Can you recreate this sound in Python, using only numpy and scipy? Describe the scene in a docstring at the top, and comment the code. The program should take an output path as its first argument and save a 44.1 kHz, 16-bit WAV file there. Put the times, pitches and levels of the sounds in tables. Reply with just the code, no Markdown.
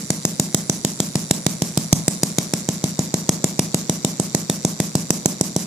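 """A small flywheel model engine runs at about 6.6 cycles a second on a dining table, close to the
stereo microphones of a hand-held camera. Each cycle pops from the upright pipe with a crack of gas;
then the valve hisses, while the gear teeth tick and the table rumbles. Low throbs follow each pop
like its echo as the living room answers; the loudest pops thud, clip and make the limiter duck."""
import sys
import numpy as np
from scipy import signal
from scipy.fft import rfft, irfft, next_fast_len
from scipy.io import wavfile
from scipy.ndimage import uniform_filter1d, minimum_filter1d

SR = 44100
rng = np.random.default_rng(int(sys.argv[2]) if len(sys.argv) > 2 else 0)


def generate_wav(sig):
    """Save sig (samples, or channels by samples) to the path in sys.argv[1] as 16-bit PCM at SR."""
    pcm = np.round(np.clip(np.atleast_2d(sig).T, -1, 1) * 32767).astype(np.int16)
    wavfile.write(sys.argv[1], SR, pcm)


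N = 249606
TIME = np.arange(N) / SR
FFT_SIZE = next_fast_len(N + SR)
FREQ = np.maximum(np.arange(FFT_SIZE // 2 + 1) * SR / FFT_SIZE, 1)


# The firings, close to the upright pipe.
# Each row: start in seconds, relative level of the pressure pulse in dB, that of the boom in dB.
PIPE_FIRINGS = [(.1032, -1, 6.5), (0.2509, -0.5, 4.5), (0.3971, 0.5, 7.5), (0.5454, 1, 8), (0.6965, 0, 6),
                (0.8479, -0.5, 4.5), (1.0016, -0.5, 4), (1.1549, -1, 11.5), (1.3096, 2.5, 8),
                (1.4645, 1, 11.5), (1.62, -1, 8.5), (1.774, 0.5, 13), (1.9275, 5, 20.5), (2.08, 1.5, 6.5),
                (2.2324, 1, 5.5), (2.384, 0.5, 5.5), (2.536, -1, 0), (2.688, -.5, 6), (2.8397, 0, 9.5),
                (2.991, 0, 9.5), (3.1408, 0.5, 4.5), (3.2915, 4, 8.5), (3.442, 2, 3.5), (3.5924, 2.5, 8.5),
                (3.744, 1.5, 6.5), (3.8957, 1, 5), (4.0472, 1, 2), (4.198, 0.5, 4.5), (4.3477, 1.5, 4),
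                (4.4975, 0, -1.5), (4.649, 2, 8), (4.8008, 1, 8.5), (4.9527, 1.5, 12.5), (5.1045, 1.5, -8),
                (5.2577, 3, 3), (5.4104, 2, 3), (5.5628, 0.5, 5)]

def pops(boom_share=0.13, pop_db=-6, thud_db=-5):
    """A pressure pulse leaves the pipe and rings its air; booming firings push on for longer."""
    pulses, pushes = np.zeros((2, N))
    t = np.arange(SR // 100) / SR
    pulse = bump(t, peak=0.00065, width=0.00029)
    push = bump(t, peak=0.0016, width=0.00049)
    for start_s, pulse_db, boom_db in PIPE_FIRINGS:
        add(pulses, start_s, undb(pulse_db) * pulse)
        add(pushes, start_s, boom_share * (undb(boom_db) - undb(pulse_db)) * push)
    ringing = through(pulses, highpass(hz=162.6, width=49)) + through(pushes, highpass(hz=152, width=29))
    # a small opening radiates almost no bass
    radiated = through(ringing, highpass(hz=75, width=55))
    # a deep thud, much heavier on the strongest pops, as they overload the microphone
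    overload = (np.maximum(pushes, 0) + 0.38 * pulses) ** 2
    thud = through(overload, band(hz=42, width=55))
    return undb(pop_db) * radiated + undb(thud_db) * thud


# High resonances of the gas crack at the pipe mouth, and lower ones down in the bore.
# Each row: centre in Hz, width in Hz, relative level at the left and right microphones in dB.
MOUTH_RESONANCES = [(5525, 740, 1.5, -4), (7864, 630, -10, 4.5), (10730, 680, -7.5, -4),
                    (13650, 634, -10.5, -8)]
BORE_RESONANCES = [(2030, 780, -14, -15), (3725, 630, -8, -13)]

def gas_cracks(bore_gain, open_s=0.0011, fall_s=0.0017, crack_db=-23, pan_db=-1.2,
               whistle_hz=6760, whistle_width=480, whistle_db=3, sag_hz_per_db=52,
               wander_hz=250, wander_db=2):
    """Gas bursts out behind each pulse, whistling at the mouth and ringing the bore; the jet wanders."""
    out, size = np.zeros((2, N)), 1024
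    t = np.arange(size) / SR
    freq = np.arange(size // 2 + 1) * SR / size
    burst = np.minimum(t / open_s, 1) ** 2 * np.exp(-np.maximum(t - open_s, 0) / fall_s)
    wander = rng.standard_normal((len(PIPE_FIRINGS), 3))
    for (start_s, pulse_db, boom_db), (pitch, aim, grit) in zip(PIPE_FIRINGS, wander):
        force_db = 2.33 * pulse_db - 0.32 * boom_db  # a slow push cracks less
        hz = whistle_hz - sag_hz_per_db * pulse_db + wander_hz * pitch  # strong firings whistle lower
        whistle = (hz, whistle_width, whistle_db, whistle_db)
        mouth = undb(force_db) * resonances([*MOUTH_RESONANCES, whistle], freq)
        rasp_gain = bore_gain[int(start_s * SR)] * undb(pulse_db + wander_db * grit)
        bore = rasp_gain * resonances(BORE_RESONANCES, freq)
        jet = irfft(rfft(stereo_noise(likeness=0.4, size=size)) * np.hypot(mouth, bore))
        sides_db = (pan_db + wander_db * aim) * np.array([[1], [-1]]) / 2
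        add(out, start_s, unit(burst * jet) * undb(crack_db + force_db + sides_db))
    return out


# The hiss of the valve from close by.
# Each row: frequency in Hz, relative level at the left and right microphones in dB.
VALVE_SPECTRUM = [(890, -2, -1), (1570, -7, -0.5), (2260, -3, -1.5), (2900, -2, -1), (3770, -0.5, -8),
                  (5500, 9, 7.5), (7200, -1, 11.5), (8300, -3.5, 2), (10000, 3, 4), (12600, -13, -1),
                  (14900, -34, -28)]

def valve_hiss(turn, opens=0.035, full=0.061, eases=0.48, shuts=0.51, hiss_db=-32, leak_db=-17):
    """Air rushes through the valve for the first half of the cycle and leaks a little for the rest."""
    valve = np.interp(turn % 1, [opens, full, eases, shuts], [0, 1, 1, 0])
    air = unit(through(stereo_noise(likeness=0.24, size=N), colour(VALVE_SPECTRUM)))
    return air * undb(hiss_db) * (valve + undb(leak_db))


def air_spit(turn, spit_db=-38):
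    """At the height of the stroke the air is fastest and the hiss turns crisp."""
    flow = bump(turn % 1, peak=0.32, width=0.071)
    air = unit(through(stereo_noise(likeness=0.23, size=N), band(hz=13300, width=3000) ** 2))
    return undb(spit_db) * flow * air


# The ring of gears and bearings, and the brighter gear ring heard from the cylinder side.
# Each row: centre in Hz, width in Hz, relative level at the left and right microphones in dB.
METAL_RESONANCES = [(910, 950, 0.5, -1.5), (2140, 350, -5, 0.5), (3870, 450, 5.5, -1), (4690, 500, 8, 0),
                    (5820, 250, 9.5, 12), (7220, 550, 8, 12.5), (9160, 390, 0, -8), (11500, 2100, -10, -12),
                    (13700, 1300, -22, -12)]
BRIGHT_RESONANCE = [(9630, 440, -15, 7.5)]

def gears(turn, ring_gain, teeth=19, fall_s=0.00099, scatter_db=1, scatter_s=0.00034,
          tick_db=-30, rub_db=-42, load_db=1, ring_db=-2):
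    """Each tooth ticks as it meets the next, the load swinging once a cycle; the bearings rub on."""
    tooth = np.floor(turn * teeth + 0.33)
    meetings = TIME[1:][np.diff(tooth) > 0]
    tick = np.exp(-np.arange(SR // 80) / SR / fall_s)
    ticks = np.zeros(N)
    for start_s, (strength, late) in zip(meetings, rng.standard_normal((len(meetings), 2))):
        add(ticks, start_s + scatter_s * late, tick * undb(tick_db + scatter_db * strength))
    load = undb(load_db * np.sin(2 * np.pi * turn))
    contact = stereo_noise(likeness=0.073, size=N) * (ticks + undb(rub_db)) * load
    metal = through(contact, unit(resonances(METAL_RESONANCES)))
    bright_ring = through(contact, resonances(BRIGHT_RESONANCE))
    return metal + ring_gain * undb(ring_db) * bright_ring


# The throbs of one cycle, the same in both microphones. Each row: delay after the pop in seconds,
# length in seconds, start pitch in Hz, end pitch in Hz, level in dB.
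THROBS_AFTER_POP = [(.010, 0.023, 190, 236, -21), (0.03, 0.031, 243, 160, -27),
                    (.026, 0.013, 640, 610, -39.5), (0.038, 0.041, 345, 257, -38),
                    (0.0708, 0.025, 236, 138, -24.5), (0.092, 0.018, 270, 217, -32.5),
                    (.105, 0.05, 165.4, 126.6, -38)]

def low_throbs(starts, scatter_db=0.6, scatter_s=0.00058):
    """Low gliding throbs follow each pop, like its echo from the walls."""
    out = np.zeros(N)
    for delay_s, length_s, start_hz, end_hz, db in THROBS_AFTER_POP:
        progress = np.minimum(np.arange(int(length_s * SR) + 1) / (length_s * SR), 1)
        phase = 2 * np.pi * length_s * progress * (start_hz + (end_hz - start_hz) * progress / 2)
        throb = np.sin(np.pi * progress) * np.sin(phase)
        for start_s, (strength, late) in zip(starts, rng.standard_normal((len(starts), 2))):
            add(out, start_s + delay_s + scatter_s * late, throb * undb(db + scatter_db * strength))
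    return out


# The rumble of the table under the engine. Each row: frequency in Hz, relative level in dB.
TABLE_SPECTRUM = [(25, -36), (60, -11), (130, -1.5), (300, 2), (480, -1.5), (620, -6.5), (900, -27),
                  (2000, -27), (4000, -53)]

def table_rumble(rumble_db=-44):
    """The running parts shake the table."""
    return undb(rumble_db) * unit(through(stereo_noise(likeness=0.69, size=N), colour(TABLE_SPECTRUM)))


# Standing waves of room and table top, where the camera is held.
# Each row: centre in Hz, width in Hz, gain in dB.
STANDING_MODES = [(114.2, 3.8, 1.5), (177.3, 11, -19.5), (244.5, 2.2, -26), (338, 83, -8.5),
                  (570, 6.1, -36), (633, 7.2, -0.5)]

def standing_waves(pop):
    """The pops set the air of the room and the table top ringing."""
    return through(pop, sum(undb(db) * band(hz, width) for hz, width, db in STANDING_MODES))


# The colour of the pops coming back from the room. 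Each row: frequency in Hz, relative gain in dB.
ROOM_SPECTRUM = [(40, -20), (110, 3), (165, 3.5), (290, 9), (470, 2), (620, 6), (850, 3.5), (1400, 13.5),
                 (3000, -10)]

def living_room(pop, treble, low_db=-13, high_db=-11):
    """The room answers diffusely, longer for the low pops than for the treble."""
    low = through(reflections(pop, t60_s=0.44, likeness=0.77, first_s=0.0036), colour(ROOM_SPECTRUM))
    high = reflections(treble, t60_s=0.19, likeness=0.9, first_s=0.0067)
    return undb(low_db) * low + undb(high_db) * high


def reflections(x, t60_s, likeness, first_s):
    """Dense reflections of a furnished room: a dying noise tail of unit energy per side."""
    t = TIME[:SR]
    onset = np.clip(t / first_s - 1, 0, 1)
    tail = stereo_noise(likeness, size=SR) * undb(-60 * t / t60_s) * onset
    tail /= np.sqrt(np.sum(tail ** 2) / 2)
    return through(x, rfft(tail, FFT_SIZE))


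def undb(db):
    """Decibels to gain."""
    return 10 ** (np.asarray(db) / 20)


def unit(x):
    """Scale to rms 1."""
    return x / np.sqrt(np.mean(x ** 2))


def bump(x, peak, width):
    """Bell curve of height 1; peak and width are in the unit of x."""
    return np.exp(-0.5 * ((x - peak) / width) ** 2)


def through(x, response):
    """Pass a sound through a frequency response."""
    return irfft(rfft(x, FFT_SIZE) * response, FFT_SIZE)[..., :N]


def colour(table):
    """Responses through (Hz, dB, ..) points, one for each dB column."""
    hz, *columns = np.transpose(table)
    return np.array([undb(np.interp(np.log(FREQ), np.log(hz), db)) for db in columns])


def band(hz, width, freq=FREQ):
    """Resonance with gain 1 at its centre; width in Hz."""
    return 1j * freq * width / (hz ** 2 - freq ** 2 + 1j * freq * width)


def highpass(hz, width):
    """High-pass that rings at its corner."""
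    return band(hz, width) * 1j * FREQ / width


def resonances(table, freq=FREQ):
    """Left and right gain of steep-skirted peaks, each 6 dB down about one width from its centre."""
    powers = (abs(band(hz, width * 2, freq)) ** 4 * undb([[left], [right]]) ** 2
              for hz, width, left, right in table)
    return np.sqrt(sum(powers))


def add(out, start_s, sound):
    """Mix a sound in at a time, cut to the length of the scene."""
    start = int(round(start_s * SR))
    first, end = max(start, 0), min(start + sound.shape[-1], N)
    if end > first:
        out[..., first:end] += sound[..., first - start:end - start]


def stereo_noise(likeness, size):
    """White noise at two microphones; likeness is the share of power they have in common."""
    shared, *own = rng.standard_normal((3, size))
    return np.sqrt(likeness) * shared + np.sqrt(1 - likeness) * np.array(own)


# The balance as the camera drifts round the engine. 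Each row: time in seconds, then gain in dB
# for the gears, the hiss, the crack, the bore rasp within it and the bright gear ring.
CAMERA_DRIFT = [(0.0, 1, -4, 7.5, -1.5, 2), (0.8, 1, -2.5, 6, 6.5, 3.5), (2.298, 2, -3.5, 5, 0.5, 3.5),
                (3.1, 1.5, -3, 1, 5, -15), (5.66, 1, -1, 1, 0, -6)]

def scene(left_lag_s=0.000022):
    """The engine's cycle drives its parts; the treble reaches the left microphone a little later."""
    fired = np.array(PIPE_FIRINGS)[:, 0]
    starts = np.r_[2 * fired[0] - fired[1], fired, 2 * fired[-1] - fired[-2]]  # a cycle more at each end
    turn = np.interp(TIME, starts, np.arange(len(starts)))  # running count of cycles
    drift_s, *drift_db = np.transpose(CAMERA_DRIFT)
    gains = (undb(np.interp(TIME, drift_s, db)) for db in drift_db)
    gear_gain, hiss_gain, crack_gain, bore_gain, ring_gain = gains
    pop = pops()
    treble = crack_gain * gas_cracks(bore_gain)
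    treble += hiss_gain * (valve_hiss(turn) + air_spit(turn))
    treble += gear_gain * gears(turn, ring_gain)
    lag_s = np.array([[left_lag_s], [0]])
    treble = through(treble, np.exp(-2j * np.pi * FREQ * lag_s))
    room = standing_waves(pop) + living_room(pop, treble)
    return pop + treble + low_throbs(starts) + table_rumble() + room


def limiter(x, threshold_db=-3, hold_s=0.014, wait_s=0.0088, slew_s=0.013):
    """The camera turns down shortly after an overload and holds for a moment."""
    hold = int(hold_s * SR) // 2 * 2 + 1
    peak = -minimum_filter1d(-np.abs(x).max(axis=0), hold, origin=hold // 2)
    gain = 1 / np.maximum(peak / undb(threshold_db), 1)
    smoothed = uniform_filter1d(gain, int(slew_s * SR) + 1)
    return x * np.r_[np.ones(int(wait_s * SR)), smoothed][:N]


def record(dry, top_hz=14400):
    """Peaks that slip past the limiter clip in the converter; a steep low-pass cuts the top."""
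    clipped = np.clip(limiter(dry), -1, 1)
    return signal.sosfilt(signal.ellip(8, 0.2, 70, top_hz, fs=SR, output="sos"), clipped)


dry = scene()
out = record(dry)
generate_wav(out)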